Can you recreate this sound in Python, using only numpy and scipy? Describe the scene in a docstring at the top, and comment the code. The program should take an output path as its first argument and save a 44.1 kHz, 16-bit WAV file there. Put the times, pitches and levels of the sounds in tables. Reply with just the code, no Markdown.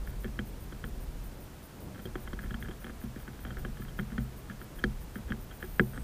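"""Sharp pecks: a small bird takes seed from a wooden feeder tray on a balcony, a hand's width from the microphone.
Each peck sums decaying modes: ticks of the thin boards, a thud of the walls, a long ring of the whole box.
Around the pecks: runs of light nibbles, short bright cracks of husks on some blows (noise bursts)
and faint ticks of seeds about each blow. Behind: a distant town, low wind rumble and hiss (filtered noise),
faint bursts of electronic buzz (gated bands of noise) and a thin whistle (sines) at the end."""
import sys
import numpy as np
from scipy import signal
from scipy.fft import rfft, irfft
from scipy.io import wavfile
from scipy.ndimage import uniform_filter1d

SR = 44100
rng = np.random.default_rng(int(sys.argv[2]) if len(sys.argv) > 2 else 0)


def digitize_waveform(pressure):
    """Quantize a signal to 16-bit integers and store it at the path in sys.argv[1].

    Rows of a 2-D input are taken as channels; values are limited to [-1, 1].
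    """
    field = np.atleast_2d(pressure).T
    bounded = np.clip(field, -1, 1)
    quanta = np.round(bounded * 32767).astype(np.int16)
    wavfile.write(sys.argv[1], SR, quanta)


N = 265923
T = np.arange(N) / SR
RING_T = T[:SR // 2]

# beak and claw blows; box, wall and click levels are before their trims:
# start_s, tick_peak_db, box_db, wall_db, click_db, tick_centre_hz
PECKS = [(0.074, -36.5, -39, -50.5, -65, 1680), (0.2441, -34, -46, -35, -47.5, 1730),
         (0.2557, -40, -33.5, -52, -56, 1720), (0.3905, -24.5, -31, -38, -38, 1700),
         (0.7236, -40, -39.5, -43.5, -49, 1430), (0.8406, -29.5, -38, -40, -44.5, 1520),
         (2.0544, -42, -40.5, -35.5, -42, 1620), (2.155, -30, -38.5, -34.5, -46, 1400),
         (2.2754, -36, -44, -44, -48, 1420), (2.3313, -33, -44, -38.5, -48, 1400),
         (2.3904, -32, -39.5, -50, -67, 1680), (2.438, -40, -42, -42, -59, 1520),
         (2.5076, -35, -38.5, -46.5, -45.5, 1480), (2.5424, -30.5, -36.5, -55, -42, 1490),
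         (2.6254, -31, -41.5, -48, -43.5, 1830), (2.685, -36.5, -43.5, -39, -50, 1410),
         (2.7112, -40, -48, -56, -47.5, 1370), (2.8437, -35, -43, -47, -44, 1750),
         (2.8672, -37, -59, -43.5, -66, 1390), (2.8958, -38, -41.5, -43.5, -71, 1430),
         (3.0371, -46.5, -32.5, -45, -61, 1400), (3.1606, -42, -39.5, -42.5, -64, 1750),
         (3.2787, -34.5, -40.5, -46, -60, 1410), (3.4503, -33, -41.5, -45.5, -48.5, 1470),
         (3.4673, -41.5, -43, -51, -54, 1380), (3.5056, -34, -41.5, -42, -50, 1480),
         (3.5699, -33.5, -53, -43.5, -58, 1690), (3.6489, -29.5, -35.5, -37, -45.5, 1550),
         (3.7971, -56, -36, -41.5, -62, 1710), (3.8202, -40, -47, -61, -55, 1510),
         (3.8825, -43.5, -46, -53, -49.5, 1440), (3.9898, -27.5, -29, -37.5, -44, 1480),
         (3.9955, -26, -35.5, -45, -55, 1740), (4.12, -40, -33.5, -44, -63, 1490),
         (4.18, -27.5, -26, -39.5, -45, 1610), (4.4988, -36.5, -39.5, -51, -56, 1700),
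         (4.615, -37.5, -44, -47, -56, 1530), (4.79, -43, -63, -61, -45.5, 1700),
         (4.8395, -15, -26.5, -29.5, -33.5, 1730), (5.1566, -32.5, -35, -42.5, -54, 1600),
         (5.3039, -38, -30.5, -42, -45, 1480), (5.3208, -23.5, -52, -41, -50, 1630),
         (5.5116, -42.5, -54, -56, -48, 1430), (5.6268, -28.5, -45, -39, -50, 1670),
         (5.6405, -38.5, -52, -42.5, -63, 1510), (5.7958, -9.5, -24, -19.5, -39, 1730),
         (5.9761, -32.5, -41.5, -43.5, -64, 1550)]
# modes of the whole box: pitch_hz, relative_level_db, t60_s
BOX_MODES = [(55.5, -10, 0.49), (127, -5, 0.47), (153.5, -14, 0.36), (205.9, 0.5, 0.21),
             (228.7, -0.5, 0.23)]
# modes of the thin boards: pitch_hz, relative_level_db, t60_s
BOARD_MODES = [(756, -17, 0.069), (1024, -32, 0.11), (1376, -14, 0.051), (1505, -0.5, 0.024),
               (1654, 4, 0.019), (1760, 1.5, 0.012), (2009, -1.5, 0.02), (2320, -8, 0.021)]
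# modes of the side walls: pitch_hz, relative_level_db, t60_s
WALL_MODES = [(298, -5, .06), (329, -5, .08), (367, 0, .13), (420, -4, .06), (474, -5, .1)]
# bright click of a hard contact: pitch_hz, relative_level_db, t60_s
CLICK_MODES = [(2960, -9, .016), (3180, 0, .022), (3290, -4, .018)]
# spectrum of the dense ring of the wood: freq_hz, relative_level_db
WOOD_SPECTRUM = [(400, 21), (750, -28), (950, -29), (1600, 32), (2200, -25), (2700, -6), (3200, 37),
                 (3500, -25), (6000, -52)]
# spectrum of the short-lived wall thud: freq_hz, relative_level_db
THUD_SPECTRUM = [(90, -23), (200, 2), (330, 1.5), (460, -12), (560, -43), (1100, -60), (3000, -80)]
# the bird works a seed with light nibbles: start_s, end_s
NIBBLE_RUNS = [(1.935, 2.02), (2.415, 2.44), (2.63, 2.66), (3.52, 3.54), (3.575, 3.595), (3.765, 3.785),
               (4.49, 4.52), (5.155, 5.172), (5.283, 5.3), (5.92, 5.965)]
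# husks that snap under the beak, on some of the blows: start_s, peak_db
SNAPS = [(.391, -55), (2.056, -50), (2.331, -50), (2.542, -52), (4.18, -52), (4.8382, -34), (5.796, -52)]
# spectrum of a snap: freq_hz, relative_level_db
HUSK_SPECTRUM = [(2500, -60), (3900, 0.5), (4800, -2.5), (5600, -18), (6300, -4), (7400, -27), (9800, -11),
                 (12000, -40)]
# rumble level as wind and the bird's weight rock the feeder: time_s, gain_db
WIND_GAIN = [(0, -37.5), (0.45, -38.5), (0.62, -40.5), (1.2, -35.5), (1.65, -52), (2.1, -41.5), (2.62, -39),
             (2.8, -44), (3.38, -45.5), (3.65, -36), (4.2, -41.5), (4.4, -49), (4.9, -35), (5.15, -44),
             (5.75, -37.5), (6.03, -40.5)]
# spectrum of the rumble: freq_hz, relative_level_db
RUMBLE_SPECTRUM = [(10, -21.5), (25, -3.5), (37, -1), (55, -1.5), (68, -10), (100, -20.5), (160, -18.5),
                   (400, -57.5)]
# spectrum of town and microphone hiss: freq_hz, relative_level_db
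AIR_SPECTRUM = [(41, -53), (70, -1.5), (147, -6.5), (315, -11.5), (632, -17.5), (809, -19.5), (886, -20),
                (1190, -22.5), (1300, -22), (1420, -22.5), (1620, -23.5), (1740, -25.5), (3260, -30),
                (3900, -31.5), (15000, -37)]
# regular trains of short buzzes that slip past each other: first_start_s, period_s
BUZZ_TRAINS = [(0.065, 0.3905), (0.201, 0.4)]
# bands of the short buzzes: centre_hz, half_width_hz (to 1/e), relative_level_db
SHORT_BUZZ_BANDS = [(8850, 450, -7), (9700, 450, -3), (13300, 650, -3), (14350, 550, 0), (15100, 400, -7)]
# bands of the long buzz: centre_hz, half_width_hz (to 1/e), relative_level_db
LONG_BUZZ_BANDS = [(8600, 300, -8), (9600, 320, -3), (11200, 450, -14), (12550, 180, -9), (13280, 220, 0),
                   (13920, 260, 2), (14750, 450, -2)]
# the long buzz: start_s, end_s
LONG_BUZZ_SPAN = (5.598, 5.93)
# whistle after the long buzz, lasting past the end of the sound: start_s, end_s
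WHISTLE_SPAN = (5.932, 6.5)
# tones of the whistle: multiple of WHISTLE_HZ, rms_db
WHISTLE_TONES = [(6, -64), (7, -70), (9, -68), (10, -75)]

CLICK_TRIM_DB, BOX_TRIM_DB, THUD_TRIM_DB, WALL_TRIM_DB = 0.5, 3.0, 4.0, 3.0
SPOT_DB = 3  # each mode varies by up to this, either way, with the spot hit
BOX_LEAN_DB_PER_OCTAVE = -2.5
WALL_TOP_HZ = 482  # the thud is cut above this
# seeds under the beak: knock size against the blow, settling time; both hold at the tick level
# SCRAPE_DB and halve for a blow SCRAPE_HALVING_DB harder
CRUNCH, CRUNCH_S = 0.33, 0.008
SCRAPE_DB, SCRAPE_HALVING_DB = -36, 20
NIBBLE_GAP_S, NIBBLE_DB, NIBBLE_SCATTER_DB = 0.016, -42.5, 1.5  # spacing, tick level, its spread
NIBBLE_BOX_DB, NIBBLE_WALL_DB, NIBBLE_CLICK_DB = -6, -18, -16  # against the tick, before trims
NIBBLE_HZ = 1520  # median tick centre
SWAY_DB, SWAY_RATE_HZ = 1, 12  # quick unevenness of the rumble
AIR_RMS_DB = -49
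TOWN_SWELL_DB, TOWN_FLICKER_DB = 0.5, 1.6
BURST_S = 0.047
BUZZ_CYCLE_HZ = 59.94
WHISTLE_HZ = 1425  # base pitch at the middle of WHISTLE_SPAN
TOP_HZ = 15300


def pecks():
    """The distinct blows of beak and claws on the tray."""
    out = np.zeros(N)
    for start_s, tick_db, box_db, wall_db, click_db, centre_hz in PECKS:
        add(out, start_s, blow(tick_db, box_db, wall_db, click_db, centre_hz))
    return out


def blow(tick_db, box_db, wall_db, click_db, centre_hz):
    """The struck spot flexes for a few cycles, the boards ring on, the walls thud, the heavy box rings longest."""
    push = contacts(tick_db)
    boards = ring(BOARD_MODES, rise_cycles=1.28, lean_db=27 * np.log2(centre_hz / 1680))
    t = RING_T[:len(boards)]
    flex = np.sin(2 * np.pi * centre_hz * t) * np.exp(-((t - .0013) / .0008) ** 2)
    tick = signal.fftconvolve(peak(flex, -1.1) + peak(boards, 0), push)
    wood = burst(WOOD_SPECTRUM, t60=0.0054, rise_s=0.00039)
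    click = signal.fftconvolve(ring(CLICK_MODES, rise_cycles=4.45), push)
    box = ring(BOX_MODES, rise_cycles=0.72, lean_db=BOX_LEAN_DB_PER_OCTAVE)
    parts = [peak(tick, tick_db),
             peak(wood, tick_db - 13.5),
             peak(click, click_db + CLICK_TRIM_DB),
             *walls(wall_db),
             peak(box, box_db + BOX_TRIM_DB)]
    out = np.zeros(max(map(len, parts)))
    for part in parts:
        add(out, 0, part)
    return out


def contacts(tick_db, count=6):
    """Impulses: the blow, then seeds knocked on the wood; a hard blow goes straight through, a light one scrapes on."""
    push = np.zeros(SR // 20)
    push[0] = 1
    lightness = 2 ** ((SCRAPE_DB - tick_db) / SCRAPE_HALVING_DB)
    order = rng.uniform(0.1976, 1, count)
    lags_s = np.clip(CRUNCH_S * lightness * order, 0, .04)
    size = min(CRUNCH * lightness, 1)
    push[(lags_s * SR).astype(int)] += size * rng.choice([-1, 1], count) * np.exp(-order)
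    return push


def walls(wall_db):
    """The side walls ring over a short, dull thud."""
    shake = peak(burst(THUD_SPECTRUM, t60=0.048, rise_s=0.00093), wall_db + THUD_TRIM_DB)
    thud = signal.sosfilt(signal.butter(6, WALL_TOP_HZ, fs=SR, output="sos"), shake)
    return [thud, peak(ring(WALL_MODES, rise_cycles=0.65), wall_db + WALL_TRIM_DB)]


def ring(modes, rise_cycles, lean_db=0):
    """Modes after one blow, each swelling over some cycles; the spot hit and lean_db (per octave) weight them."""
    hz, db, t60 = np.transpose(modes)[:, :, None]
    t = RING_T[:int(1.2 * SR * t60.max())]
    spot_db = rng.uniform(-SPOT_DB, SPOT_DB, hz.shape)
    gain = undb(db + spot_db + lean_db * np.log2(hz / hz.mean()))
    return np.sum(gain * np.sin(2 * np.pi * hz * t) * fade(t, t60, rise_cycles / hz), axis=0)


def burst(spectrum, t60, rise_s):
    """Many crowded modes that die away together: coloured noise under one decay."""
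    t = RING_T[:SR // 8]
    return colour(rng.standard_normal(len(t)), spectrum) * fade(t, t60, rise_s)


def nibbles(jitter_s=0.004, spread_octaves=0.16):
    """Quick, uneven runs of light blows while the bird works a seed."""
    out = np.zeros(N)
    for start_s, end_s in NIBBLE_RUNS:
        for s in np.arange(start_s + NIBBLE_GAP_S / 2, end_s, NIBBLE_GAP_S):
            lag, size, spot = rng.standard_normal(3)
            db = NIBBLE_DB + NIBBLE_SCATTER_DB * size
            centre_hz = NIBBLE_HZ * 2 ** (spread_octaves * spot)
            nibble = blow(db, db + NIBBLE_BOX_DB, db + NIBBLE_WALL_DB, db + NIBBLE_CLICK_DB, centre_hz)
            add(out, s + jitter_s * lag, nibble)
    return out


def husks():
    """On some blows a husk gives way with a very short, bright crack."""
    out = np.zeros(N)
    for start_s, peak_db in SNAPS:
        add(out, start_s, peak(burst(HUSK_SPECTRUM, t60=0.021, rise_s=0.0017), peak_db))
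    return out


def seeds(around_s=0.022, grain_db=-48, count=4):
    """Around each blow the beak brushes through loose seeds, which tick faintly on the boards."""
    out = np.zeros(N)
    for start_s, *_ in PECKS:
        for lag, size in rng.standard_normal((count, 2)):
            tick = ring(BOARD_MODES + CLICK_MODES, rise_cycles=0.36, lean_db=-6.5)
            add(out, start_s + 0.0091 + around_s * lag, peak(tick, grain_db + 2 * size))
    return out


def outdoors():
    """The rocking feeder rumbles; the town, below 900 Hz, wavers slightly under a steady hiss."""
    rocking_db = np.interp(T, *np.transpose(WIND_GAIN)) + SWAY_DB * walk(SWAY_RATE_HZ)
    wind = level(colour(rng.standard_normal(N), RUMBLE_SPECTRUM), -3.13) * undb(rocking_db)
    air = level(colour(rng.standard_normal(N), AIR_SPECTRUM), AIR_RMS_DB)
    town = signal.sosfilt(signal.butter(2, 900, fs=SR, output="sos"), air)
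    waver_db = TOWN_SWELL_DB * walk(1.55) + TOWN_FLICKER_DB * walk(9.0)
    return wind + air + town * (undb(waver_db) - 1)


def electronics():
    """Circuits sizzle faintly throughout, with short bursts, then one long, more regular buzz and a thin whistle."""
    def gate(start_s, end_s):
        return np.clip(np.minimum(T - start_s, end_s - T) / 0.0032, 0, 1)
    starts = [s for first_s, period_s in BUZZ_TRAINS for s in np.arange(first_s, LONG_BUZZ_SPAN[0], period_s)]
    bursts = sum(gate(s, s + BURST_S) for s in starts)
    short = sizzle(SHORT_BUZZ_BANDS, fresh=1.0) * (undb(-69.5) + undb(-61) * bursts)
    long = sizzle(LONG_BUZZ_BANDS, fresh=0.81) * undb(-57.0) * gate(*LONG_BUZZ_SPAN)
    whistling = gate(*WHISTLE_SPAN)
    # pitch creeps upward, 8 % of WHISTLE_HZ per second
    turns = WHISTLE_HZ * np.cumsum(1 + .08 * (T - np.mean(WHISTLE_SPAN)) * whistling) / SR
    whistle = sum(np.sqrt(2) * undb(db) * np.sin(2 * np.pi * k * turns) for k, db in WHISTLE_TONES)
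    return short + long + whistle * whistling


def sizzle(bands, fresh):
    """Noise bands in three uneven spurts a cycle; the same crackle returns each cycle, plus a share of fresh noise."""
    phase = T * BUZZ_CYCLE_HZ % 1
    repeated = rng.standard_normal(SR)[(phase * SR / BUZZ_CYCLE_HZ).astype(int)]
    spurts = 0.34 + sum(size * np.exp(-((phase - at) / 0.045) ** 2)
                        for at, size in [(.15, 0.64), (.39, 1), (.68, 0.82)])
    crackle = (repeated + fresh * rng.standard_normal(N)) * spurts
    f = np.fft.rfftfreq(N, 1 / SR)
    gain = sum(undb(db) * np.exp(-((f - hz) / width_hz) ** 2) for hz, width_hz, db in bands)
    return level(irfft(rfft(crackle) * gain, N), 0)


def undb(db):
    """Decibels to gain."""
    return 10 ** (np.asarray(db) / 20)


def level(x, db):
    """Scale to an rms level."""
    return x * undb(db) / np.sqrt(np.mean(x ** 2))


def peak(x, db):
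    """Scale to a peak level."""
    return x * undb(db) / np.abs(x).max()


def add(out, start_s, x):
    """Mix x into out from start_s on."""
    i = int(np.clip(start_s * SR, 0, N - 1))
    out[i:i + len(x)] += x[:N - i]


def colour(x, spectrum):
    """Filter by a (Hz, dB) spectrum, interpolated over log frequency."""
    hz, db = np.transpose(spectrum)
    f = np.maximum(np.fft.rfftfreq(len(x), 1 / SR), 1)
    return irfft(rfft(x) * undb(np.interp(np.log(f), np.log(hz), db)), len(x))


def walk(rate_hz):
    """Random levels held 1 / rate_hz s and slewed twice; spread near 1."""
    k = int(SR / rate_hz)
    held = np.repeat(rng.standard_normal(N // k + 1), k)
    return 1.3 * uniform_filter1d(uniform_filter1d(held, k), k)[:N]


def fade(t, t60, rise_s):
    """A smooth rise and an exponential decay."""
    return undb(-60 * t / t60) * (1 - np.exp(-(t / rise_s) ** 2))


def scene():
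    """Everything at the one microphone."""
    return (pecks() + nibbles() + husks() + seeds() + outdoors() + electronics())[None]


def record(dry):
    """A steep low-pass cuts the top."""
    return signal.sosfilt(signal.ellip(10, .2, 70, TOP_HZ, fs=SR, output="sos"), dry)


dry = scene()
out = record(dry)
digitize_waveform(out)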